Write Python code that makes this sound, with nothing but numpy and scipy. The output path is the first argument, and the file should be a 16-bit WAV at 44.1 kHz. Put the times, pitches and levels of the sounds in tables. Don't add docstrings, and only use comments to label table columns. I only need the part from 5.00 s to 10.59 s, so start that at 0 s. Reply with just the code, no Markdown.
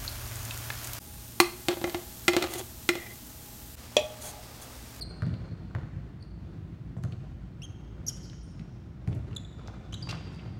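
import sys
import numpy as np
from scipy import signal
from scipy.fft import rfft, irfft, next_fast_len
from scipy.io import wavfile
from scipy.ndimage import uniform_filter1d

SR = 44100
rng = np.random.default_rng(int(sys.argv[2]) if len(sys.argv) > 2 else 0)


def dump_mix(stems):
    frames = np.atleast_2d(stems).T
    limited = np.clip(frames, -1, 1)
    pcm = np.round(limited * 32767).astype(np.int16)
    wavfile.write(sys.argv[1], SR, pcm)


N = 246533


def amp(db):
    return 10 ** (np.asarray(db) / 20)


def unit(x):
    return x / np.sqrt(np.mean(x ** 2) + 1e-20)


def look_up(points, hz):
    f, value = np.transpose(points)
    return np.interp(np.log(hz + 1), np.log(f), value)


def add(mix, start_s, sound):
    part = mix[max(round(start_s * SR), 0):][:len(sound)]
    part += sound[:len(part)]


def colour(x, gain):
    size = next_fast_len(len(x), True)
    return irfft(rfft(x, size) * gain(np.fft.rfftfreq(size, 1 / SR)), size)[:len(x)]


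def noise(size):
    return rng.standard_normal(size)


def wander(size, rate_hz):
    return unit(colour(noise(size), lambda f: np.exp(-(f / rate_hz) ** 2)))


def band(x, hz, octaves, order=2):
    edges = np.clip([hz / 2 ** (octaves / 2), hz * 2 ** (octaves / 2)], 1, [SR / 4, SR / 2 - 1])
    return unit(signal.sosfilt(signal.butter(order, edges, "band", fs=SR, output="sos"), x))


def two_paths(sound, send_db):
    return np.outer(sound, [1, amp(send_db)])


# (frequency [Hz], relative level [dB])
AIR_TONE = [(15, -46.5), (25, -7), (43, -6.5), (64, -6.5), (82, -1.5), (119, -3), (178, -5.5), (227, -14.5),
            (349, -16.5), (410, -27), (445, -28.5), (1140, -37), (1270, -36.5), (4260, -50), (10500, -64.5),
            (13200, -69), (14200, -60.5), (15700, -63.5)]


def ventilation(rumble_db=-43, swell_db=0.85, fan_db=-50.5, fan_hz=56, fan_width_hz=6):
    rumble = unit(colour(noise(N), lambda f: amp(look_up(AIR_TONE, f))))
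    drone = unit(colour(noise(N), lambda f: np.exp(-((f - fan_hz) / fan_width_hz) ** 2)))
    swell = amp(swell_db * wander(N, rate_hz=4.4))
    return amp(rumble_db) * rumble * swell + amp(fan_db) * drone


# (frequency [Hz], time to fade by 60 dB [s])
TAIL_FADE = [(100, 0.64), (500, 1), (1500, 2), (4000, 2.1), (7000, 1.43), (10000, 1), (15000, 0.17)]
# (frequency [Hz], relative level [dB])
TAIL_TONE = [(100, 0.5), (500, -5.5), (1500, -5), (4000, -4.5), (8000, -5.5), (15000, -20)]
# (delay [s], relative level [dB])
ECHOES = [(0.0112, -8), (0.034, -15.5), (0.043, -13.5), (0.081, -12.5), (0.161, -24)]


def hall(x, build_s=0.00043, early_db=3, early_s=0.048, patchy_db=2, patch_s=0.02, patch_hz=900,
         scatter_s=0.00246, wall_hz=8000):
    hz, t, hiss = signal.stft(noise(2 * SR), SR, nperseg=256)
    fade_s = look_up(TAIL_FADE, hz)[:, None]
    decay = np.exp(-np.log(1000) * t / fade_s)
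    decay *= np.sqrt(2 * np.log(1000) / (fade_s * SR))
    onset = (1 - np.exp(-t / build_s)) * amp(early_db * np.exp(-t / early_s))
    patches = uniform_filter1d(noise(hiss.shape), int(patch_s / t[1]) + 1, axis=1)
    patches = unit(uniform_filter1d(patches, int(patch_hz / hz[1]) + 1, axis=0))
    uneven = unit(amp(patchy_db * patches * (hz / (hz + patch_hz))[:, None]))
    tail = hiss * decay * onset * uneven * amp(look_up(TAIL_TONE, hz))[:, None]
    response = signal.istft(tail, SR, nperseg=256)[1]
    scatter = np.exp(-np.arange(SR // 50) / (scatter_s * SR))
    wall_dulling = signal.butter(1, wall_hz, fs=SR)
    for delay_s, db in ECHOES:
        echo = signal.lfilter(*wall_dulling, noise(len(scatter)) * scatter)
        add(response, delay_s, amp(db) * echo / np.linalg.norm(scatter))
    return signal.fftconvolve(x, response)[:len(x)]


# (time [s], level [dB])
BUSTLE = [(0, -49.5), (.6, -52.5), (1.302, -59.5), (3.999, -56), (4.4, -49), (4.9, -53.5), (5.2, -46.5),
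          (5.59, -52.5)]
# (frequency [Hz], relative level [dB])
PATTER_TONE = [(60, -16.5), (150, 6), (350, -3.5), (700, -10), (1500, -15.5), (3000, -23.5), (6000, -32),
               (15000, -51.5)]


def patter(steps_per_s=45, decay_s=0.0056, spread_db=2, lead_s=1):
    t = np.arange(-lead_s * SR, N) / SR
    landings = rng.random(len(t)) < steps_per_s / SR
    weights = amp(spread_db * np.clip(noise(len(t)), -2, 1))
    envelope = signal.lfilter([1], [1, -np.exp(-1 / (decay_s * SR))], landings * weights)
    steps = colour(envelope * noise(len(t)), lambda f: amp(look_up(PATTER_TONE, f)))
    return unit(steps) * amp(np.interp(t, *np.transpose(BUSTLE)))


# (time [s], length [s], level [dB], centre frequency [Hz], width [octaves], send to hall [dB])
HISSES = [ (1.967, 0.0377, -77, 6840, 0.73, 3.5), (2.024, 0.021, -66, 4190, 1.7, 0),
          (2.048, 0.00345, -58, 5500, 1.24, -8), (3.08, 0.0236, -47, 9130, 1.14, -1),
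          (3.0825, 0.012, -49.5, 2900, 2.6, 1), (3.226, 0.0317, -72, 11650, 0.46, -10.5),
          (3.43, 0.022, -67.5, 9140, 0.15, 5), (4.08, 0.0154, -66.5, 7500, 0.89, 5),
          (4.146, 0.04, -72, 8310, 1.3, -7.5), (4.351, 0.0026, -48, 6400, 0.7, -8),
          (4.923, 0.01477, -56, 4400, 1.68, -1), (5.088, 0.016, -43, 4225, 1.03, -12),
          (5.089, 0.041, -42.5, 880, 3.65, 0.5), (5.107, 0.0095, -37, 4050, 0.99, -15.5),
          (5.149, 0.0135, -55.5, 2790, 1.8, -5), (5.324, 0.046, -66, 5250, 1.3, -2),
          (5.389, 0.013, -53, 2490, 0.72, 0)]


def hisses(grain_db=5.0, rise_s=0.00078):
    out = np.zeros((N, 2))
    t = np.arange(SR // 5) / SR
    for start_s, length_s, db, hz, octaves, send_db in HISSES:
        grains = noise(len(t)) * amp(grain_db * wander(len(t), rate_hz=360))
        envelope = (1 - np.exp(-t / rise_s)) * np.exp(-(t / length_s) ** 2)
        add(out, start_s, two_paths(amp(db) * band(grains, hz, octaves) * envelope, send_db))
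    return out


# (frequency [Hz], relative level [dB])
SOLE_TONE = [(2700, -0.5), (4500, 1), (6600, 3), (8500, -4.5), (11000, 0), (15000, -14)]
# (time [s], length [s], level [dB], pitch [Hz], opening bend [share of pitch],
# closing bend [share of pitch], roughness [0-1], drop per overtone [dB], send to hall [dB])
SQUEAKS = [ (0.0108, 0.0215, -38.5, 4390, 0.075, -0.005, 0.2, 7.8, -4.5),
           (1.196, 0.0104, -74, 4350, 0.03, 0.02, 0.2, 8.5, 16),
           (1.225, 0.00673, -53, 4489, 0.1, -0.08, 0.236, 11, -3.5),
           (2.619, 0.039, -46.5, 3315, -0.16, -0.045, 0.16, 7, -7.5),
           (3.0651, 0.0074, -37.5, 6220, -0.1, 0.039, 0.41, 4.7, -10.5),
           (3.072, 0.029, -38, 5400, 0.06, -0.0076, 0.56, 10, -4.5),
           (3.0803, 0.0119, -27.5, 5700, -0.0061, 0.0059, 0.028, 16, -18),
           (3.083, 0.013, -33, 6596, 0.01, -0.02, 0.19, 28, -11),
           (3.089, 0.015, -54, 3170, 0.016, -0.041, 0.4, 20, 3.5),
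           (3.228, 0.0356, -57, 5106, 0.03, -0.012, 0.76, 24, 0),
           (4.3627, 0.01, -34.5, 3496, 0.09, 0.046, 0.18, 8, -7.5),
           (4.9248, 0.011, -46.5, 3155, -0.029, 0.11, 0.4, 9.2, 3),
           (4.939, 0.01116, -39.5, 3585, -0.041, 0.037, 0.58, 10, -5),
           (5.0243, 0.01, -43, 4790, 0.042, -0.01, 0.08, 19.5, 2.5),
           (5.088, 0.019, -42, 2730, 0.031, -0.0058, 0.27, 14.3, -3),
           (5.092, 0.0058, -41, 4700, 0.036, 0, 0.26, 16.7, -7)]


def squeaks(attack_s=0.00093, release_s=0.0033, settle_share=0.3426, lift_share=0.674,
            wobble=0.012, wobble_db=-1.5, wobble_hz=140, jitter=0.0995, jitter_hz=900,
            flutter_depth=0.19, flutter_hz=741, shimmer=0.26, rasp_db=-15):
    out = np.zeros((N, 2))
    t = np.arange(SR // 10) / SR
    harmonic = np.arange(1, 6)[:, None]
    flutter = flutter_depth * np.sin(2 * np.pi * flutter_hz * t)
    for start_s, length_s, db, pitch_hz, bend, end_bend, rough, drop_db, send_db in SQUEAKS:
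        pressure = wander(len(t), wobble_hz)
        settle = 1 + bend * np.exp(-(t / (settle_share * length_s)) ** 4)
        lift = 1 + end_bend * (1 - np.exp(-(t / (lift_share * length_s)) ** 8))
        waver = 1 + wobble * pressure + jitter * rough * wander(len(t), jitter_hz)
        hz = pitch_hz * settle * lift * waver
        phase = 2 * np.pi * np.cumsum(hz) / SR
        strengths = amp(look_up(SOLE_TONE, harmonic * hz) - drop_db * harmonic)
        strengths *= harmonic * hz < SR / 2
        slip = np.sum(strengths * np.sin(harmonic * phase), axis=0)
        grip = 1 + rough * (flutter + shimmer * wander(len(t), jitter_hz))
        rasp = rough * amp(rasp_db) * band(noise(len(t)), pitch_hz, octaves=0.5)
        envelope = np.clip(np.minimum(t / attack_s, (length_s - t) / release_s), 0, 1)
        squeak = amp(db + wobble_db * pressure) * envelope * (unit(slip * grip) + rasp)
        add(out, start_s, two_paths(squeak, send_db))
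    return out


def slap(hz, decay_s, octaves, grit=1.0, glide=0.53, glide_s=0.0016, tick_db=-27,
         rattle_db=-19, rattle_s=0.0164, rise_s=0.0013):
    t = np.arange(SR // 10) / SR
    pitch = hz * (1 + glide * (2 * np.exp(-t / glide_s) - 1))
    chirp = np.sin(2 * np.pi * np.cumsum(pitch) / SR)
    grain = band(noise(len(t)), hz, octaves)
    tick = amp(tick_db) * noise(len(t)) * np.exp(-t / decay_s)
    burst = (chirp + grit * grain) * np.exp(-(t / decay_s) ** 2 / 2)
    rattle = amp(rattle_db) * grain * np.exp(-t / rattle_s)
    return (burst + tick + rattle) * (1 - np.exp(-t / rise_s))


# (time [s], level [dB], pitch [Hz])
TAPS = [(.34, -41, 2600), (2.123, -41, 2880), (3.298, -45.5, 3980), (3.331, -43.5, 1420),
        (4.128, -44, 2630), (4.33, -46.5, 2400), (4.674, -39.5, 4296)]


def taps(send_db=-5.0):
    out = np.zeros(N)
    for start_s, db, hz in TAPS:
        add(out, start_s, amp(db) * slap(hz, decay_s=0.0014, octaves=0.97, grit=0.99, tick_db=-22))
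    return two_paths(out, send_db)


def thump(hz, swell_s=0.0081, sharpness=3.78, ring_db=-15.0, ring_hz=225, ring_s=0.024,
          knock_db=-29, knock_hz=480, knock_s=0.0068):
    t = np.arange(SR // 5) / SR
    envelope = (t / swell_s * np.exp(1 - t / swell_s)) ** sharpness
    swing = envelope * np.cos(2 * np.pi * hz * t)
    ring_envelope = np.exp(-t / ring_s) * (1 - np.exp(-t / swell_s))
    ring = band(noise(len(t)), ring_hz, octaves=0.742) * ring_envelope
    knock = band(noise(len(t)), knock_hz, octaves=1.0) * t / knock_s * np.exp(1 - t / knock_s)
    return swing + amp(ring_db) * ring + amp(knock_db) * knock


# (time [s], thump level [dB], thump pitch [Hz], slap level [dB], slap pitch [Hz])
FOOTSTEPS = [(.264, -24.5, 176.8, -45, 2047), (.293, -31, 100.8, -48.5, 1720),
             (0.326, -25, 106.3, -67, 597), (0.5104, -30, 133.4, -54, 1490),
             (0.963, -30.5, 131.9, -53, 1490), (1.966, -28.5, 132, -43, 766),
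             (3.594, -34, 151.6, -47, 2326), (4.311, -31.5, 107.4, -48, 1499), (4.681, -40, 133, -34, 755),
             (4.929, -32.5, 107.2, -43.5, 1184), (5.019, -32.5, 122.7, -47, 1220),
             (5.072, -45, 105.8, -38.5, 1270), (5.084, -28.5, 113, -47, 900), (5.1275, -36, 142, -31, 937),
             (5.145, -35, 141, -43, 520), (5.4607, -32, 130, -43, 850)]


def footsteps(toe_delay_s=0.018, toe_slap_db=-7.5, toe_thump_db=-8.5, send_db=-3.5):
    out = np.zeros(N)
    for start_s, thump_db, thump_hz, slap_db, slap_hz in FOOTSTEPS:
        heel = (start_s, slap_db, thump_db)
        toe = (start_s + toe_delay_s, slap_db + toe_slap_db, thump_db + toe_thump_db)
        for at_s, sole_db, floor_db in (heel, toe):
            add(out, at_s, amp(sole_db) * slap(slap_hz, decay_s=0.0021, octaves=1.697, grit=0.84))
            add(out, at_s, amp(floor_db) * thump(thump_hz))
    return two_paths(out, send_db)


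def crack(hz=6200, octaves=0.77, decay_s=0.0011):
    t = np.arange(SR // 50) / SR
    return band(noise(len(t)), hz, octaves, order=1) * np.exp(-t / decay_s)


# (delay [s], relative level [dB], pitch [Hz])
FLOOR_REBOUNDS = [(.034, -4.5, 105), (.087, -5.5, 99)]
# (time [s], thump level [dB], thump pitch [Hz], slap level [dB],
# slap pitch [Hz], crack level [dB], change to the rebounds' level [dB])
BALL_BOUNCES = [(0.221, -21.5, 121.5, -25.5, 1270, -50.5, -28), (0.7499, -23.5, 121, -24, 1283, -54, -9),
                (2.0373, -24.5, 124.5, -33.5, 1600, -42.5, -1.5),
                (4.075, -20.5, 123.9, -39, 1900, -50.5, 0)]


def ball_bounces(send_db=-1.5):
    out = np.zeros(N)
    for start_s, thump_db, thump_hz, slap_db, slap_hz, crack_db, rebound_db in BALL_BOUNCES:
        add(out, start_s, amp(crack_db) * crack())
        ball_slap = slap(slap_hz, decay_s=0.001, octaves=1.17, rattle_db=-25.0, rattle_s=0.015)
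        add(out, start_s, amp(slap_db) * ball_slap)
        add(out, start_s, amp(thump_db) * thump(thump_hz, knock_db=-27.0, knock_hz=500))
        for delay_s, db, hz in FLOOR_REBOUNDS:
            add(out, start_s + delay_s, amp(thump_db + rebound_db + db) * thump(hz))
    return two_paths(out, send_db)


def scene(far_direct_db=-13):
    direct, sent = (ball_bounces() + footsteps() + taps() + squeaks() + hisses()).T
    far = patter()
    into_hall = np.pad(sent, (len(far) - N, 0)) + far
    echoing = hall(into_hall)[-N:]
    return (direct + amp(far_direct_db) * far[-N:] + echoing + ventilation())[None]


def record(dry, low_cut_hz=45, high_cut_hz=15900):
    thinned = colour(dry[0], lambda f: 1 - np.exp(-(f / low_cut_hz) ** 5))
    treble_cut = signal.firwin(511, high_cut_hz, window=("kaiser", 9), fs=SR)
    return signal.oaconvolve(thinned, treble_cut, "same")[None]


dry = scene()
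out = record(dry)
dump_mix(out)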